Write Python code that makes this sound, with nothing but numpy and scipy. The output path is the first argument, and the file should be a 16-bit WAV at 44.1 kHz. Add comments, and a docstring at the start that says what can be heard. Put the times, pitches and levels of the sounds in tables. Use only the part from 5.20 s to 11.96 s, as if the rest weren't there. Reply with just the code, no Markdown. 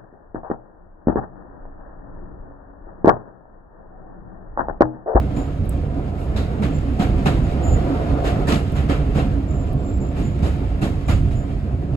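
"""Wheels rolling under a passenger coach: filtered noise makes a body rumble, floor drumming, roar and hiss,
driven by tables of track roughness and lineside; the roar swells beside a stone wall.
The wheels knock over rail joints as noise bursts, ringing modes and decaying sines; panels boom as
resonated noise, a fitting squeaks near 7 kHz as a wavering sine, and something small ticks as bright noise.
Two microphone ports hear nearly the same bass, mostly unrelated middles and a treble shifted in phase."""
import sys
import numpy as np
from scipy import signal
from scipy.fft import rfft, irfft, next_fast_len
from scipy.io import wavfile
from scipy.ndimage import uniform_filter1d

SR = 44100
rng = np.random.default_rng(int(sys.argv[2]) if len(sys.argv) > 2 else 0)


def materialize(psi):
    """Save the field psi as 16-bit PCM at rate SR to the path in sys.argv[1].

    A 1-D psi becomes a single channel; in a 2-D psi each row is a channel.
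    """
    bounded = np.clip(np.atleast_2d(psi).T, -1, 1)
    quanta = np.round(bounded * 32767).astype(np.int16)
    wavfile.write(sys.argv[1], SR, quanta)


def natural_amplitude(level_db):
    """Convert a level in decibels to a linear amplitude factor, elementwise."""
    exponent = np.asarray(level_db, float) / 20
    return 10 ** exponent


N = 298116
LEAD_IN = 4096  # samples rendered ahead of time zero
SIZE = next_fast_len(N + 2 * LEAD_IN)
HZ = np.fft.rfftfreq(SIZE, 1 / SR)
T = (np.arange(SIZE) - LEAD_IN) / SR


def on_hz(table):
    """A (f/Hz, value) table read at every frequency bin, on a log frequency axis."""
    hz, value = np.transpose(table)
    return np.interp(np.log(HZ + 1), np.log(hz), value)


def band(lo_hz, hi_hz, order=3):
    """Gain of a smooth band-pass."""
    low_side = 1 + (lo_hz / (HZ + 1e-3)) ** (2 * order)
    high_side = 1 + (HZ / hi_hz) ** (2 * order)
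    return 1 / np.sqrt(low_side * high_side)


def shape(x, gain):
    """Filter by a gain per frequency bin."""
    return irfft(rfft(x) * gain, SIZE)


def unit(x):
    """Scale to rms 1."""
    return x / np.sqrt(np.mean(x ** 2))


def walk(rate):
    """Random levels held 1 / rate s and slewed twice; spread near 1."""
    k = int(SR / rate)
    steps = np.repeat(rng.standard_normal(SIZE // k + 1), k)
    return 1.34 * uniform_filter1d(uniform_filter1d(steps, k), k)[:SIZE]


def shaking(grit):
    """Three unrelated noises (common, left only, right only); grit adds sparse rattling grains."""
    noise = rng.standard_normal((3, SIZE))
    return noise * (1 + grit * rng.exponential(size=(3, SIZE)) ** 2)


def even(x, span_s, share):
    """Level out part of the beating of a narrow noise."""
    return x / uniform_filter1d(x ** 2, int(span_s * SR)) ** (share / 2)


def patchy(x, patchy_db, patch_hz, patch_s, size=1024):
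    """Let small patches of pitch and time swell and sink at random."""
    spec = signal.stft(x, nperseg=size)[2]
    field = rng.standard_normal(spec.shape[1:])
    for axis, cells in enumerate([patch_hz * size / SR, 2 * patch_s * SR / size]):
        for _ in range(2):
            field = uniform_filter1d(field, max(int(round(cells)), 1), axis=axis)
    return signal.istft(spec * natural_amplitude(patchy_db * unit(field)), nperseg=size)[1][:, :SIZE]


# resonances of the coach panels: (f/Hz, width/Hz, level/dB above the plain colour)
PANEL_MODES = [(43.7, 8.4, 4), (64.6, 20, 7), (104.5, 17, -2.5), (147.2, 31, 7), (203.3, 22.6, 5.5),
               (279.2, 25.6, 7.5), (719, 68, 3.5), (1303, 210, 4.5), (1715, 38, 3), (2730, 30, 3.5),
               (3170, 31, 6.5), (3600, 45, 4), (3840, 30, 7.5), (4191, 22, 6), (4680, 30, 7), (5010, 42, 6)]


def panels():
    """Resonant bumps of floor, walls and glass."""
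    return natural_amplitude(sum(db / (1 + (2 * (HZ - hz) / width) ** 2) for hz, width, db in PANEL_MODES))


# steady colour of the cabin, relative: (f/Hz, level/dB)
CABIN_COLOUR = [(12, -50), (22, -9), (40, -8), (90, -3), (170, -14), (300, -16.5), (700, -22.5), (800, -30),
                (1590, -37), (3500, -55), (6000, -65.5), (8500, -67), (11000, -70.5), (14500, -83),
                (16000, -86)]


def cabin_noise(grit, lo_hz, hi_hz):
    """Shaking noise with one range of the cabin colour and its panel resonances."""
    return shape(shaking(grit), natural_amplitude(on_hz(CABIN_COLOUR)) * panels() * band(lo_hz, hi_hz))


# the ride: (t/s, track roughness level/dB, rolling noise thrown back from the lineside level/dB)
RIDE_LEVELS = [(0, 1.5, 2.5), (.5, -1.5, 0), (1.0, -1, 2.5), (1.25, -0.5, 5), (1.7, 4.5, 0), (2.0, 2.5, 5),
               (2.2, 4, 1.5), (2.38, 3.5, 5), (2.6, 2, 8.5), (3.0, 1.5, 8.5), (3.2, 0.5, 10), (3.4, 0, 4),
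               (3.9, 3, 2.5), (4.25, 0.5, 0.5), (4.8, 0, 0.5), (5.2, 3, 0), (5.699, 1.5, 1),
               (6.0, -0.5, -1), (6.4, 1, -1.5), (6.76, 0, -2)]


def track_and_wall():
    """Track roughness and lineside return in dB, gliding between the points of the ride."""
    s, track, wall = np.transpose(RIDE_LEVELS)
    return np.interp(T, s, track), np.interp(T, s, wall)


# the coach body heaves on its springs: (t/s, level/dB, half width/s, 0.01 s at least)
BODY_HEAVES = [(0.016, -20.5, 0.031), (0.414, -19, 0.02), (.55, -23.5, 0.068), (.74, -28, 0.13),
               (1.15, -21, 0.094), (1.45, -25, 0.095), (1.95, -18.5, 0.042), (2.191, -17, 0.051),
               (2.53, -14, 0.043), (2.93, -18.5, 0.02), (3.21, -22.5, 0.16), (3.42, -28, .04),
               (3.6, -20, 0.074), (3.9, -21, 0.18), (4.15, -25.5, 0.22), (4.48, -22.5, 0.13),
               (4.77, -22.5, 0.052), (5.03, -19, 0.029), (5.26, -21.5, 0.038), (5.5, -24, 0.03),
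               (5.75, -19.5, 0.028), (5.93, -13, 0.033), (6.04, -16, 0.058), (6.16, -19.5, 0.049),
               (6.36, -24.5, 0.044), (6.55, -20.5, 0.015)]


def heaving():
    """Power of the body's heaves on its springs, each a bell in time."""
    return sum(natural_amplitude(2 * db) * np.exp(-((T - at) / max(width, .01)) ** 2) for at, db, width in BODY_HEAVES)


def body_rumble(track, heave, deep_db=-25.5):
    """The coach body rumbles with track roughness and swells as it heaves."""
    deep = unit(even(cabin_noise(0, 10, 135.0), 0.052, 0.53))
    return deep * np.sqrt(natural_amplitude(2 * (deep_db + track)) + heave)


def floor_drumming(track, wall, heave, floor_db=-30, heave_db=-15, wall_share=0.072):
    """The floor drums with the track, takes a little of each heave and flickers slowly."""
    power = natural_amplitude(2 * (floor_db + track + wall_share * wall)) + natural_amplitude(2 * heave_db) * heave
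    floor = unit(even(cabin_noise(0, 143, 329), 0.054, 0.57))
    return floor * np.sqrt(power) * natural_amplitude(1.16 * walk(16))


# tones of the rails: (f/Hz, width/Hz, level/dB)
RAIL_TONES = [(735, 58, 6), (1330, 240, -3.5)]


def wheel_roar(wall, roar_db=-35.5, rail_db=-56.5, rail_wall=1.7):
    """Wheels roar on the rails and the lineside returns it; two rail tones sing out beside a wall."""
    roar = unit(cabin_noise(0.1, 320, 1240)) * natural_amplitude(roar_db + wall + 1.0 * walk(20))
    tones = sum(natural_amplitude(db) / (1 + (2 * (HZ - hz) / width) ** 4) for hz, width, db in RAIL_TONES)
    return roar + unit(shape(shaking(0.1), tones)) * natural_amplitude(rail_db + rail_wall * wall)


def rolling_hiss(track, wall, hiss_db=-50.5, track_share=0.98, wall_share=0.62, top_wall=0.11):
    """Gritty treble of rolling; its top flickers on its own and gains most from a wall."""
    grit = unit(cabin_noise(0.094, 2267, 19000)) * natural_amplitude(hiss_db + track_share * track + wall_share * wall)
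    top = shape(grit, band(2200, 19000, order=2))
    return (grit - top) * natural_amplitude(1.3 * walk(37)) + top * natural_amplitude(top_wall * wall + 1.4 * walk(30))


def air_hiss(air_db=-68):
    """A faint, even air hiss under the treble."""
    return unit(cabin_noise(0, 4900, 19000)) * natural_amplitude(air_db)


def rolling():
    """Rough wheels shake the coach: rumble, then drumming, roar and hiss in shifting patches, over air."""
    track, wall = track_and_wall()
    heave = heaving()
    upper = floor_drumming(track, wall, heave) + wheel_roar(wall) + rolling_hiss(track, wall)
    return body_rumble(track, heave) + patchy(upper, 2.0, 50, .05) + air_hiss()


# wheel over a joint, played by joints() and knocks():
# (t/s, clatter level/dB, weight on the floor level/dB, hold/s, brightness/dB per octave)
RAIL_JOINTS = [(0.16, -45.5, -29.5, 0.028, 2.5), (0.977, -60, -46, 0.061, 10),
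               (1.159, -35.5, -32, 0.027, -1), (1.419, -32.5, -28.5, 0.026, -2.5),
               (1.79, -29.5, -25, 0.036, -1.5), (2.055, -24, -19.5, 0.013, -2.5),
               (3.038, -29, -31, 0.042, -2.5), (3.2702, -25, -23.5, 0.063, 0), (3.55, -36, -36, 0.04, -2.5),
               (3.686, -30.5, -26.5, 0.033, -4), (3.945, -33, -23.5, 0.055, -2),
               (4.956, -40, -33.5, 0.066, 0), (5.222, -36, -26.5, 0.053, 1),
               (5.613, -32.5, -26, 0.035, 1.5), (5.879, -29, -26.5, 0.033, 0),
               (6.107, -46.5, -65, 0.022, 0.5)]
# colour of a knock, relative: (f/Hz, level/dB)
KNOCK_COLOUR = [(150, -5), (300, -2), (709, -10), (879, -16), (2800, -20), (5330, -33), (7290, -32),
                (10800, -35), (15600, -49.5)]
# ringing modes of the wheel: (f/Hz, level/dB)
WHEEL_MODES = [(1330, -17), (2870, -33), (3970, -10)]
# modes of the thumped floor: (f/Hz, level/dB)
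THUMP_MODES = [(145, -1.5), (205, -6.5), (275, -18)]


def joints(fade_s=0.034, tail_s=0.22, tail_db=-14, thump_s=0.011, thump_db=12, lag=1.19,
           crack_db=-4, crack_s=0.0055, rattle_db=0.0, ring_db=-9, strike_db=3):
    """Each joint: a clatter that builds, rattles unevenly and dies, the wheel ringing through it, a floor thump."""
    # a longer contact builds more slowly and thumps less
    rise_s, rise_per_hold, sharp_hold_s = 0.002, 0.12, 0.045
    clatter = shape(shaking(0.023), natural_amplitude(on_hz(KNOCK_COLOUR)) * panels())
    clatter = patchy(clatter, 1.75, 250, 0.011, size=256)
    edges_hz = [200, 1000, 2200, 4500, 9000, 19000]
    parts = [shape(clatter, band(lo, hi)) * natural_amplitude(rattle_db * walk(160))
             for lo, hi in zip(edges_hz, edges_hz[1:])]
    peak = 2 * np.std(parts[1] + parts[2])
    rings = [unit(signal.lfilter(*signal.iirpeak(hz, 9, fs=SR), clatter)) for hz, db in WHEEL_MODES]
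    # every mode is struck a little harder or softer each time
    strikes = strike_db * rng.standard_normal((len(RAIL_JOINTS), len(WHEEL_MODES) + len(THUMP_MODES)))
    out = np.zeros((3, SIZE))
    for (s, db, weight_db, hold, tilt_db), strike in zip(RAIL_JOINTS, strikes):
        span = slice(*np.searchsorted(T, [s, s + .6]))
        t = T[span] - s
        rise = max(rise_s + rise_per_hold * hold, .001)
        held = np.exp(-np.maximum(t - hold, 0) / fade_s)
        fall = held + natural_amplitude(tail_db) * np.exp(-t / tail_s)
        for octave, part in zip(range(-2, 3), parts):
            # each range builds at its own pace; the lowest follows the weight on the floor
            build = (1 - np.exp(-t / (rise * lag ** -octave))) ** 2
            part_db = weight_db if octave == -2 else db + tilt_db * octave
            out[:, span] += natural_amplitude(part_db) * build * fall * part[:, span] / peak
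        # the first touch of the rail end cracks in the treble
        crack = np.exp(-t / crack_s) * (parts[3] + parts[4])[:, span] / peak
        out[:, span] += natural_amplitude(db + crack_db + 2 * tilt_db) * crack
        for (hz, mode_db), ring, luck_db in zip(WHEEL_MODES, rings, strike):
            mode_db += tilt_db * np.log2(hz / WHEEL_MODES[0][0]) + luck_db
            swell = (1 - np.exp(-t / rise)) * held
            out[:, span] += natural_amplitude(db + ring_db + mode_db) * swell * ring[:, span] / 2
        thump = sum(natural_amplitude(mode_db + luck_db) * np.sin(2 * np.pi * hz * t)
                    for (hz, mode_db), luck_db in zip(THUMP_MODES, strike[len(WHEEL_MODES):]))
        blunt = 1 + (hold / sharp_hold_s) ** 2
        push = (t / thump_s) * np.exp(1 - t / thump_s)
        out[0, span] += natural_amplitude(weight_db + thump_db) / blunt * push * thump
    return out


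def knocks(knock_db=-4, ring_s=0.0039, spread_db=3, late_db=-12, low_hz=350, octaves=3, count=24):
    """Loose metal and wood parts knock one by one while the wheel crosses a joint, each on its own pitch."""
    chance = rng.random((len(RAIL_JOINTS), count, 6))
    t = np.arange(2048) / SR
    bump = t / ring_s * np.exp(1 - t / ring_s)
    out = np.zeros((3, SIZE))
    for (s, db, weight_db, hold, tilt_db), parts in zip(RAIL_JOINTS, chance):
        for late, pitch, size, *turn in parts:
            start = np.searchsorted(T, s + 0.002945 + late ** 2 * (hold + .03))
            level_db = db + knock_db + (tilt_db - 3.0) * (octaves * pitch - 1)
            level_db += spread_db * size + late_db * late ** 2
            # a starting phase of its own in each of the three signals
            cycle = low_hz * 2 ** (octaves * pitch) * t + np.array(turn)[:, None]
            out[:, start:start + len(t)] += natural_amplitude(level_db) * bump * np.sin(2 * np.pi * cycle)
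    return out


# single hard blows inside a joint: (t/s, knock f/Hz, level/dB, hardness level/dB)
HARD_BLOWS = [(.168, 250, -16, -16), (1.162, 208, -20.5, -3), (1.795, 187, -9, -16), (2.069, 222, -13, -3),
              (3.287, 295, -22, 8), (3.321, 202, -13, 3), (3.342, 148, -17, 4), (3.357, 194, -15, -3),
              (3.696, 268, -16, -4), (3.965, 149, -18, -13), (5.229, 201, -16, -14),
              (5.631, 300, -16.5, -10), (5.886, 246, -23, -6)]


def blows(push_s=0.004, crack_db=-14, crack_s=0.0022):
    """A hard blow under the floor: one short low knock with a sharp crack of steel on its front."""
    steel = unit(shape(shaking(0.072), band(900, 3900, order=3)))
    out = np.zeros((3, SIZE))
    for s, hz, db, hard_db in HARD_BLOWS:
        span = slice(*np.searchsorted(T, [s, s + .08]))
        t = T[span] - s
        push = t / push_s * np.exp(1 - t / push_s)
        crack = t / crack_s * np.exp(1 - t / crack_s)
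        out[0, span] += natural_amplitude(db) * push * np.sin(2 * np.pi * hz * t)
        out[:, span] += natural_amplitude(db + crack_db + hard_db) * crack * steel[:, span]
    return out


# a wheel that rings out clearly on one mode: (t/s, f/Hz, level/dB)
WHEEL_CLANGS = [(1.161, 3800, -37), (3.695, 1350, -32.5), (5.886, 2900, -44)]


def clangs(rise_s=0.0071, fade_s=0.051, sharpness=7):
    """One wheel mode driven by rattling noise, swelling quickly and dying away."""
    rattle, out = shaking(0.05), np.zeros((3, SIZE))
    for s, hz, db in WHEEL_CLANGS:
        span = slice(*np.searchsorted(T, [s, s + .3]))
        t = T[span] - s
        ring = unit(signal.lfilter(*signal.iirpeak(hz, sharpness, fs=SR), rattle[:, span]))
        out[:, span] += natural_amplitude(db) * (1 - np.exp(-t / rise_s)) * np.exp(-t / fade_s) * ring
    return out


# a panel booms up for a moment: (t/s, f/Hz, level/dB, half width/s, 0.01 s at least)
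PANEL_BOOMS = [(.19, 267, -25, 0.016), (.71, 145.8, -27.5, 0.038), (1.17, 203, -25.5, 0.015),
               (1.432, 202, -21.5, 0.026), (1.50, 277, -27.5, 0.027), (1.86, 318, -31, 0.011),
               (1.816, 710, -28.5, 0.023), (2.43, 291, -29.5, 0.031), (2.497, 724, -32.5, 0.089),
               (2.706, 284, -24, 0.037), (3.07, 703, -31, 0.062), (3.246, 141.5, -27, 0.026),
               (3.338, 430, -33, 0.019), (3.803, 142, -24.5, 0.011), (4.108, 139.4, -27.5, 0.02),
               (4.181, 273, -32, 0.027), (4.558, 143.7, -25, 0.025), (4.675, 282, -29, .05),
               (5.264, 416, -33, .03), (5.282, 147, -26, 0.019), (5.65, 197, -27.5, 0.025),
               (6.008, 271, -30.5, 0.025), (6.292, 292, -34.5, 0.041), (6.332, 147, -31, 0.021),
               (6.72, 138.5, -24.5, 0.022)]


def booms(sharpness=8, steady=0.34):
    """One panel mode shaken up briefly: noise through a resonance, under a bell in time."""
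    shake, out = shaking(0), np.zeros((3, SIZE))
    for s, hz, db, width in PANEL_BOOMS:
        span = slice(*np.searchsorted(T, [s - .3, s + .3]))
        ring = shake[:, span]
        for _ in range(2):
            ring = signal.lfilter(*signal.iirpeak(hz, sharpness, fs=SR), ring)
        bell = np.exp(-((T[span] - s) / max(width, .01)) ** 2 / 2)
        out[:, span] += natural_amplitude(db) * bell * unit(even(ring + 1e-9, 0.021, 2 * steady))
    return out


# squeaks of a fitting: (t/s, length/s, f/Hz at the start, glide/Hz per s, level/dB)
FITTING_SQUEAKS = [(.15, 0.075, 7110, 300, -50.5), (0.227, .045, 7160, 1001, -60),
                   (1.535, 0.042, 7160, 2003, -49.5), (2.235, .012, 7040, 2, -56),
                   (2.43, 0.016, 7100, 4, -42.5), (2.468, 0.018, 7070, 0, -39.5),
                   (2.495, 0.057, 7100, 0, -43), (2.575, 0.13, 7090, 302, -63),
                   (4.275, 0.17, 7150, -1, -54), (4.445, 0.055, 7180, 2000, -65), (4.58, .05, 7470, 0, -63),
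                   (4.635, 0.15, 7230, 903, -55.5), (4.8, 0.034, 7260, -1000, -52),
                   (4.835, 0.062, 7200, 3, -56), (5.03, 0.06, 7080, 2, -51), (5.085, 0.063, 7070, 0, -61.5),
                   (5.865, 0.089, 7070, 495, -51.5), (6.155, 0.082, 7050, 511, -54)]


def squeak(waver_hz=26, throb_db=0.5, overtone_db=-11, ragged=0.49):
    """Stick-slip whistle of a rubbing fitting: a ragged, wavering line that throbs, with a weak overtone."""
    attack_s, sag_db_per_s, release_s = 0.0068, 35, 0.018
    hz, gain = np.full(SIZE, 7100.), np.zeros(SIZE)
    for s, length, pitch_hz, glide, db in FITTING_SQUEAKS:
        on = (T >= s) & (T < s + length + 5 * release_s)
        t = T[on] - s
        hz[on] = pitch_hz + glide * t
        attack = np.minimum(t / attack_s, 1) ** 2
        release = np.exp(-np.maximum(t - length, 0) / release_s)
        gain[on] = natural_amplitude(db - sag_db_per_s * t) * attack * release
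    gain = np.sqrt(2) * uniform_filter1d(gain, int(0.018 * SR))
    gain = gain * natural_amplitude(throb_db * walk(45)) * (1 + ragged * walk(350))
    phase = 2 * np.pi * np.cumsum(hz + waver_hz * (walk(130) + 1.2 * walk(30))) / SR
    # the overtone wavers on its own and smears
    overtone = np.sin(2 * phase + 1.5 * walk(300))
    return gain * (np.sin(phase) + natural_amplitude(overtone_db) * overtone) * np.ones((3, 1))


# small bright ticks: (t/s, level/dB, lowest ring level/dB)
SMALL_TICKS = [(0.4549, -45, -10), (0.493, -29, 1.5), (3.522, -42, -2), (4.531, -40, -12)]
# what a tick rings with, lowest first: (f/Hz, width/Hz, level/dB)
TICK_MODES = [(8160, 1300, 7.5), (11300, 4000, 2.5), (15000, 1500, -8)]


def ticks(snap_s=0.0018, ring_s=0.036, ring_db=-24):
    """Tiny hard ticks, treble only, with a short cabin ring; thin ones wake the lowest ring less."""
    full, thin = np.zeros((2, SIZE))
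    for s, db, low_db in SMALL_TICKS:
        t = np.maximum(T - s, 0)
        shell = (T >= s) * natural_amplitude(db) * (np.exp(-t / snap_s) + natural_amplitude(ring_db) * np.exp(-t / ring_s))
        full, thin = full + natural_amplitude(low_db) * shell, thin + shell
    low, *upper = (natural_amplitude(db) / (1 + (2 * (HZ - hz) / width) ** 4) for hz, width, db in TICK_MODES)
    noise = rng.standard_normal((3, SIZE))
    return shape(noise * full, low) + shape(noise * thin, sum(upper))


# share of power common to both ports: (f/Hz, share 0-1)
COMMON_SHARE = [(60, 0.98), (130, 0.99), (290, 1), (640, 0.62), (1400, 0.18), (3000, 0.3), (5000, 0),
                (7000, 1), (15000, 1)]
# balance of the ports: (f/Hz, left minus right level/dB)
LEFT_TILT = [(60, -3.5), (110, -4), (200, -3.5), (380, -3.5), (700, 1), (1290, 1), (2380, -1), (4400, 0.0),
             (8120, -1), (15000, 1)]
# the phase runs ahead through the middles and falls back through the treble: (f/Hz, left lead/rad)
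LEFT_PHASE = [(0, 0), (300, .6), (1100, 1.4), (3000, 8.1), (5500, 15.2), (6900, 12.55), (16100, 0)]


def ports(three):
    """Mix a common and two private signals into left and right, band by band."""
    alike = np.clip(on_hz(COMMON_SHARE), 0, 1)
    common, left, right = rfft(three)
    lead = np.exp(1j * np.interp(HZ, *np.transpose(LEFT_PHASE)))
    tilt = natural_amplitude(on_hz(LEFT_TILT) / 2)
    left = tilt * (np.sqrt(alike) * lead * common + np.sqrt(1 - alike) * left)
    right = (np.sqrt(alike) * common + np.sqrt(1 - alike) * right) / tilt
    return irfft(np.array([left, right]), SIZE)


def scene():
    """Everything reaches the two ports through the cabin air; the end fades over a few milliseconds."""
    wheels = rolling() + joints() + knocks() + blows() + clangs()
    fittings = booms() + squeak() + ticks()
    fade = np.minimum((N - np.arange(N)) / 200, 1)
    return ports(wheels + fittings)[:, LEAD_IN:LEAD_IN + N] * fade


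def band_limit(x):
    """A steep low-pass at the top of the band."""
    return signal.sosfilt(signal.butter(12, 16760, fs=SR, output="sos"), x)


def record(dry):
    """The loudest peaks are slightly rounded and the top is cut above 15.8 kHz."""
    rounded = np.tanh(0.62 * dry) / 0.58
    top_cut = signal.ellip(8, .2, 60, 15800, fs=SR, output="sos")
    mix = signal.sosfilt(top_cut, rounded)
    return band_limit(mix)


dry = scene()
out = record(dry)
materialize(out)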